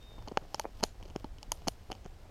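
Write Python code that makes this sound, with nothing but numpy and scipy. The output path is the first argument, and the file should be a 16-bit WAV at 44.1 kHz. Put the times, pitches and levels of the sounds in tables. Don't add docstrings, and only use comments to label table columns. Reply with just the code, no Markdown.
import sys
import numpy as np
from scipy import signal
from scipy.fft import rfft, irfft
from scipy.io import wavfile
from scipy.ndimage import uniform_filter1d

SR = 44100
rng = np.random.default_rng(int(sys.argv[2]) if len(sys.argv) > 2 else 0)


def output_pcm(signal):
    pcm = np.clip(np.atleast_2d(signal).T, -1, 1) * 32767
    wavfile.write(sys.argv[1], SR, np.round(pcm).astype(np.int16))


N = 101430

# start in seconds, snap level in dB, thud, knock, tick and sizzle
# in dB, thud and knock pitch in Hz, ping and edge in dB, ring-time factor of knock and thud, clack in dB.
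CLICKS = [(0.1818, -64, 15, 14, -4, -13, 269, 980, -10, -12, 0.82, -1),
          (0.1893, -65.5, -14, 13, 2, -16, 194, 780, -14, -12, 0.93, -7),
          (0.2238, -49.5, -5, -4, -19, -24, 194, 920, -17, -17, 0.64, -11),
          (0.275, -49.5, 7, 6.5, -8, -21, 185, 834, -12, -11, 0.93, -20),
          (0.2783, -49.5, 0.5, -2.5, -20, -22, 207, 640, -5, -11, 1.5, -13),
          (0.2832, -40.5, -7, -13, -8, -19, 420, 1050, -7, -10, 1.43, -21),
          (0.3149, -67.5, 20.5, 17, 3, -17, 460, 597, -5, -10, 1.8, -6),
          (0.3191, -47, 10, 3.5, -24, -31, 282, 715, -17, -16, 0.79, -21),
          (0.3725, -27.5, -2, 4.5, -4.5, -25, 468, 806, -9.5, -12, 0.91, -2),
          (0.416, -62.5, 12, -3, -3, -14, 178, 890, -12, -15, 1.24, -6),
          (0.5446, -20.5, -20, -10.5, -20.5, -28, 400, 833, -18.5, -15, 0.8, -21.5),
          (0.5817, -61.5, 8, 5, -13, -10, 180, 670, -10, -4, 1.1, -2),
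          (0.5961, -26, -41, -8, -8, -7.5, 490, 873, -14.5, -7, 1.38, -11),
          (0.6133, -53, -10, -19, -12, -9, 240, 870, -1, -11, 1.4, -14),
          (0.7992, -51, -7, -15, -13, -18, 231, 594, -11, -11, 1.6, -14),
          (0.8074, -50.5, -1, -1.5, -7, -10, 191, 875, -15, -8, 1.1, -7),
          (0.8263, -53.5, 16, 10, -8, -13, 184, 650, -13, -16, 1.4, -8),
          (0.8287, -45, 9.5, 11, -10, -12, 360, 910, -5, -9, 0.99, -10),
          (0.832, -25, -2.5, -15, -12, -23, 331, 620, -10.5, -13, 0.47, -17),
          (0.8339, -26.5, -18, -7.5, -13, -16, 367, 563, -12, -10, 0.98, -23),
          (0.837, -11.5, -24, -14, -21.5, -19.5, 494, 692, -13, -12.5, 0.61, -21.5),
          (0.8444, -59, 5, 10, -13, -14, 186, 850, -16, -14, 1.7, -14),
          (1.0004, -70.5, -10, 14, -6, -11, 180, 740, -5, 2, 1.2, -5),
          (1.0267, -49, 0.5, -5.5, -2, -17, 188, 940, -18, -10, 0.94, -13),
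          (1.0535, -53.5, -5, -2.5, -6, -25, 180, 583, -8, -16, 1.4, -16),
          (1.0581, -54, 5.5, -24, -12, -23, 342, 759, -8, -10, 0.98, -22),
          (1.0804, -55.5, 0.5, -23, -13, -23, 498, 600, -11, -8, 1.2, -17),
          (1.0852, -65, -5, -2, 5, -16, 180, 766, -3, -3, 1.2, -8),
          (1.1, -50, -23, -8.5, -8, -32, 180, 900, -13, -10, 1.2, -19),
          (1.1052, -56, 1, -9, 0, -30, 280, 700, -16, -14, 1.3, -20),
          (1.1547, -58, 8, 8, -20, -29, 180, 754, -21, -19, 1.7, -13),
          (1.1607, -32.5, 3, -6, -12.5, -26, 356, 586, -14, -18, 0.82, -15),
          (1.2076, -68.5, 11, 10, 1, -14, 480, 647, -1, -8, 0.72, -1),
          (1.2438, -42, 5.5, 0, -12, -19, 268, 864, -11.5, -23, 1.23, -29),
          (1.3839, -49, -6.5, -16, -4.5, -16, 253, 814, -13, -13, 1.1, -20),
          (1.429, -30, -26.5, -20.5, -17, -23, 202, 830, -14.5, -17.5, 1.17, -38),
          (1.4792, -83, 33, 11, -2, -1, 181, 786, 5, 6, 0.97, 3),
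          (1.5186, -20, -24, -11, -13, -8.5, 440, 930, -15.5, -7.5, 0.81, -24),
          (1.5264, -45, -14, -5.5, -30, -5, 221, 830, -8, -15, 0.8, -16),
          (1.6194, -59, 3, 3.5, -1, -22, 371, 694, -16, -9, 1.05, -7),
          (1.6717, -40.5, 5.5, 7, -8.5, -24, 188, 786, -17, -12, 0.9, -9),
          (1.676, -30.5, 1, -19, -16, -23, 265, 620, -17, -7, 0.85, -20),
          (1.6796, -40, -22, -7, 1, 5, 177, 820, -6, -28, 0.71, -11),
          (1.6826, -16.5, -16.5, -12, -15.5, -19, 244, 690, -13, -12, 0.86, -20),
          (1.9018, -56, 16.5, 14.5, -9, -17, 383, 720, -10, -18, 0.85, -17),
          (1.9137, -45, -0.5, -16, -7, -11, 485, 700, -10, -22, 1.5, -4),
          (1.917, -32, -10.5, -8.5, -5.5, -18, 272, 785, -11, -13, 1.3, -14),
          (1.9273, -44, -23, -4, -2, -31, 183, 605, -31, -7.5, 0.46, -12),
          (1.951, -52, -6, -1, -8.5, -28, 328, 795, -9, -10, 1.05, -15),
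          (1.9806, -67, 6, -6, -6, -20, 210, 670, -13, -15, 1.4, -12),
          (2.0454, -55, -11, -12, -7, -23, 235, 856, -18, -6, 1.4, -12),
          (2.0534, -59, 14, 3, 1, -19, 174, 736, -14, -12, 1.1, -3.5),
          (2.0601, -48.5, 3, -2.5, -15, -25, 404, 710, -18, -8.5, 1.3, -5.5)]


def amp(db):
    return 10 ** (np.asarray(db) / 20)


def colour(x, points):
    hz, db = np.array(points, float).T
    n = len(x)
    bin_hz = np.maximum(np.fft.rfftfreq(n, 1 / SR), 1)
    gain_db = np.interp(np.log(bin_hz), np.log(hz), db, left=-60, right=-60)
    cepstrum = irfft(np.log(amp(gain_db)), n)
    cepstrum[1:n // 2] *= 2
    cepstrum[n // 2 + 1:] = 0
    y = irfft(rfft(x) * np.exp(rfft(cepstrum)), n)
    return y / np.std(y)


def drift(rate_hz):
    width = int(SR / rate_hz)
    y = uniform_filter1d(uniform_filter1d(rng.standard_normal(N), width), width)
    return y / np.std(y)


def ring(hz, db, t60_s, t):
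    return amp(db) * np.sin(2 * np.pi * hz * t) * np.exp(-np.log(1000) * t / t60_s)


def wind(t):
    # frequency in Hz, spectral density in dB.
    spectrum = [(15, 0.5), (28, 2.5), (60, -5), (100, -9), (140, -18.5), (250, -35.5)]
    # time in seconds, level in dB.
    rumble_levels = [(0.0, -49), (0.03, -50.5), (0.26, -44.5), (0.29, -53), (0.53, -50), (0.98, -49.5),
                     (0.99, -49), (1.39, -47), (1.46, -59), (1.48, -48), (2.25, -49.5), (2.3, -53.5)]
    rumble = colour(rng.standard_normal(N), spectrum)
    return rumble * amp(np.interp(t, *np.array(rumble_levels).T) + 0.5 * drift(3.6))


def hiss():
    # frequency in Hz, spectral density in dB.
    spectrum = [(88, -21), (150, -0.5), (293, -6), (783, -9), (1160, -16), (1360, -14.5), (2810, -20),
                (4970, -23), (7970, -28.5), (13600, -36), (16500, -41)]
    return colour(rng.standard_normal(N), spectrum) * amp(-62)


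def bird(t):
    # time in seconds, pitch in Hz, level in dB.
    whistle = [(0, 3630, -76), (.022, 3670, -65.5), (.08, 3684, -62.5), (.15, 3655, -65), (.2, 3615, -71),
               (.265, 3578, -76), (.28, 3570, -100)]
    time_s, hz, db = np.array(whistle).T
    phase = 2 * np.pi * np.cumsum(np.interp(t, time_s, hz)) / SR
    level_db = np.interp(t, time_s, db, right=-200) + 1.3 * drift(49)
    return np.sqrt(2) * np.sin(phase) * amp(level_db)


def rustle(t):
    # time in seconds, crunch level in dB, swish level in dB.
    patches = [(0, -73.5, -72), (.11, -62, -70), (.2, -63, -71), (.31, -61, -72.5), (.42, -56.5, -71),
               (.5, -66, -69), (0.618, -59, -62), (.66, -51.5, -69.5), (.72, -71, -72), (.8, -61, -67),
               (.92, -68, -76), (1.0, -66, -72.5), (1.1, -59, -73.5), (1.22, -66, -72), (1.33, -72.5, -77),
               (1.46, -64, -74), (1.6, -60, -67.5), (1.75, -69, -70.5), (1.86, -67.5, -71),
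               (1.97, -59.5, -71), (2.1, -70, -77), (2.3, -60, -73)]
    # frequency in Hz, gain in dB.
    crunch = [(150, -19), (300, 6), (800, 5), (1100, -4), (1600, -13.5), (2500, -16)]
    swish = [(1000, 12), (1500, -11.5), (3000, 5.5), (3700, 0), (5200, 2.5), (7000, -7), (8200, -7),
             (10000, -17), (14000, -4)]
    time_s, crunch_db, swish_db = np.array(patches).T
    out = 0
    for db, spectrum, grains_per_s in ((crunch_db, crunch, 1500), (swish_db, swish, 9900)):
        onsets = rng.random(N) < grains_per_s / SR
        grains = onsets * rng.standard_normal(N) * amp(3 * rng.exponential(size=N))
        out += colour(grains, spectrum) * amp(np.interp(t, time_s, db) + 0.57 * drift(37))
    return out


def contact(t):
    rise_s, decay_s = 0.0004, 0.001
    chatter = rng.standard_normal(len(t)) ** 3
    unit_energy_gain = np.sqrt(2 / (15 * decay_s * SR))
    force = amp(-5) * unit_energy_gain * chatter * np.exp(-t / decay_s)
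    force *= 1 - np.exp(-t / rise_s)
    force[int(rise_s * SR)] = 1
    return force


def binding_clicks():
    # frequency in Hz, relative level in dB, t60 in seconds.
    clack = [(1405, 13.5, 0.0044), (1718, 12.1, 0.0042)]
    tick = [(1950, -23, 0.0033), (2360, -4.5, 0.0037), (3000, -3.5, 0.0099), (3440, -8.5, 0.0058)]
    ping = [(4410, 10.24, 0.0061)]
    snap = [(5370, -3, 0.0048)]
    edge = [(5830, 4.8, 0.0067), (6514, 8.54, 0.0045)]
    sizzle = [(8750, -13, 0.0048), (9660, -3.5, 0.0037), (11400, -11, 0.0051), (12900, -8.5, 0.0047)]
    # ratio to the knock pitch, relative level in dB, base t60 in seconds.
    knock_modes = [(0.722, -4.5, 0.016), (0.998, 1, 0.015), (1.302, -3, 0.0067)]
    size, push_rise_s, thud_t60_s = 2048, 0.0011, 0.013
    t = np.arange(size) / SR
    push = 1 - np.exp(-t / push_rise_s)
    out = np.zeros(N + size)
    for (start_s, snap_db, thud_db, knock_db, tick_db, sizzle_db,
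         thud_hz, knock_hz, ping_db, edge_db, ring_factor, clack_db) in CLICKS:
        groups = ((clack, clack_db), (tick, tick_db + 11.5), (ping, ping_db),
                  (snap, 0), (edge, edge_db), (sizzle, sizzle_db + 8.5))
        modes = [(hz, group_db + db, t60_s) for group, group_db in groups for hz, db, t60_s in group]
        detune = 1 + 0.01 * rng.standard_normal(len(modes))
        response = sum((-1) ** k * ring(hz * detune[k], db, t60_s, t)
                       for k, (hz, db, t60_s) in enumerate(modes))
        bright = signal.fftconvolve(contact(t), response)[:size]
        knock = sum(ring(knock_hz * ratio, knock_db + 14 + db, t60_s * ring_factor, t)
                    for ratio, db, t60_s in knock_modes)
        thud = sum(ring(thud_hz * ratio, thud_db + db, thud_t60_s * ring_factor, t)
                   for ratio, db in ((1, 14.5), (0.5, 7)))
        start = int(start_s * SR)
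        out[start:start + size] += amp(snap_db) * (bright + push * (knock + thud))
    return out[:N]


def shape_clicks(x):
    band_hz, notch_hz = [110, 13600], 3730
    dulled = signal.sosfilt(signal.butter(3, band_hz, "band", fs=SR, output="sos"), x)
    return signal.lfilter(*signal.iirnotch(notch_hz, Q=16, fs=SR), dulled)


def settling_snow():
    # frequency in Hz, gain in dB.
    spray = [(1500, -9), (3000, -6.5), (3700, -3.5), (5500, -5), (7000, -0.5), (8500, -20)]
    shimmer = [(7500, -16), (8700, 1), (10000, 3), (11500, -5), (13000, 1), (14500, -15)]
    lag_s, t60_s = 0.002, 0.18
    kicks = np.zeros((2, N))
    for start_s, snap_db, _, _, _, sizzle_db, *_ in CLICKS:
        kicks[:, int((start_s + lag_s) * SR)] += amp([snap_db - 40, snap_db + sizzle_db - 29.5])
    pole = np.exp(-np.log(1000) / (t60_s * SR))
    envelopes = uniform_filter1d(signal.lfilter([1], [1, -pole], kicks), 300)
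    grains = [colour(rng.standard_normal(N) * amp(3 * drift(250)), spectrum)
              for spectrum in (spray, shimmer)]
    return (envelopes * grains).sum(0)


def scene():
    t = np.arange(N) / SR
    field = wind(t) + hiss() + bird(t)
    handling = rustle(t) + shape_clicks(binding_clicks()) + settling_snow()
    return (field + handling)[None]


def record(dry):
    cutoff_hz = 16400
    return signal.sosfilt(signal.ellip(10, 0.2, 70, cutoff_hz, fs=SR, output="sos"), dry)


dry = scene()
out = record(dry)
output_pcm(out)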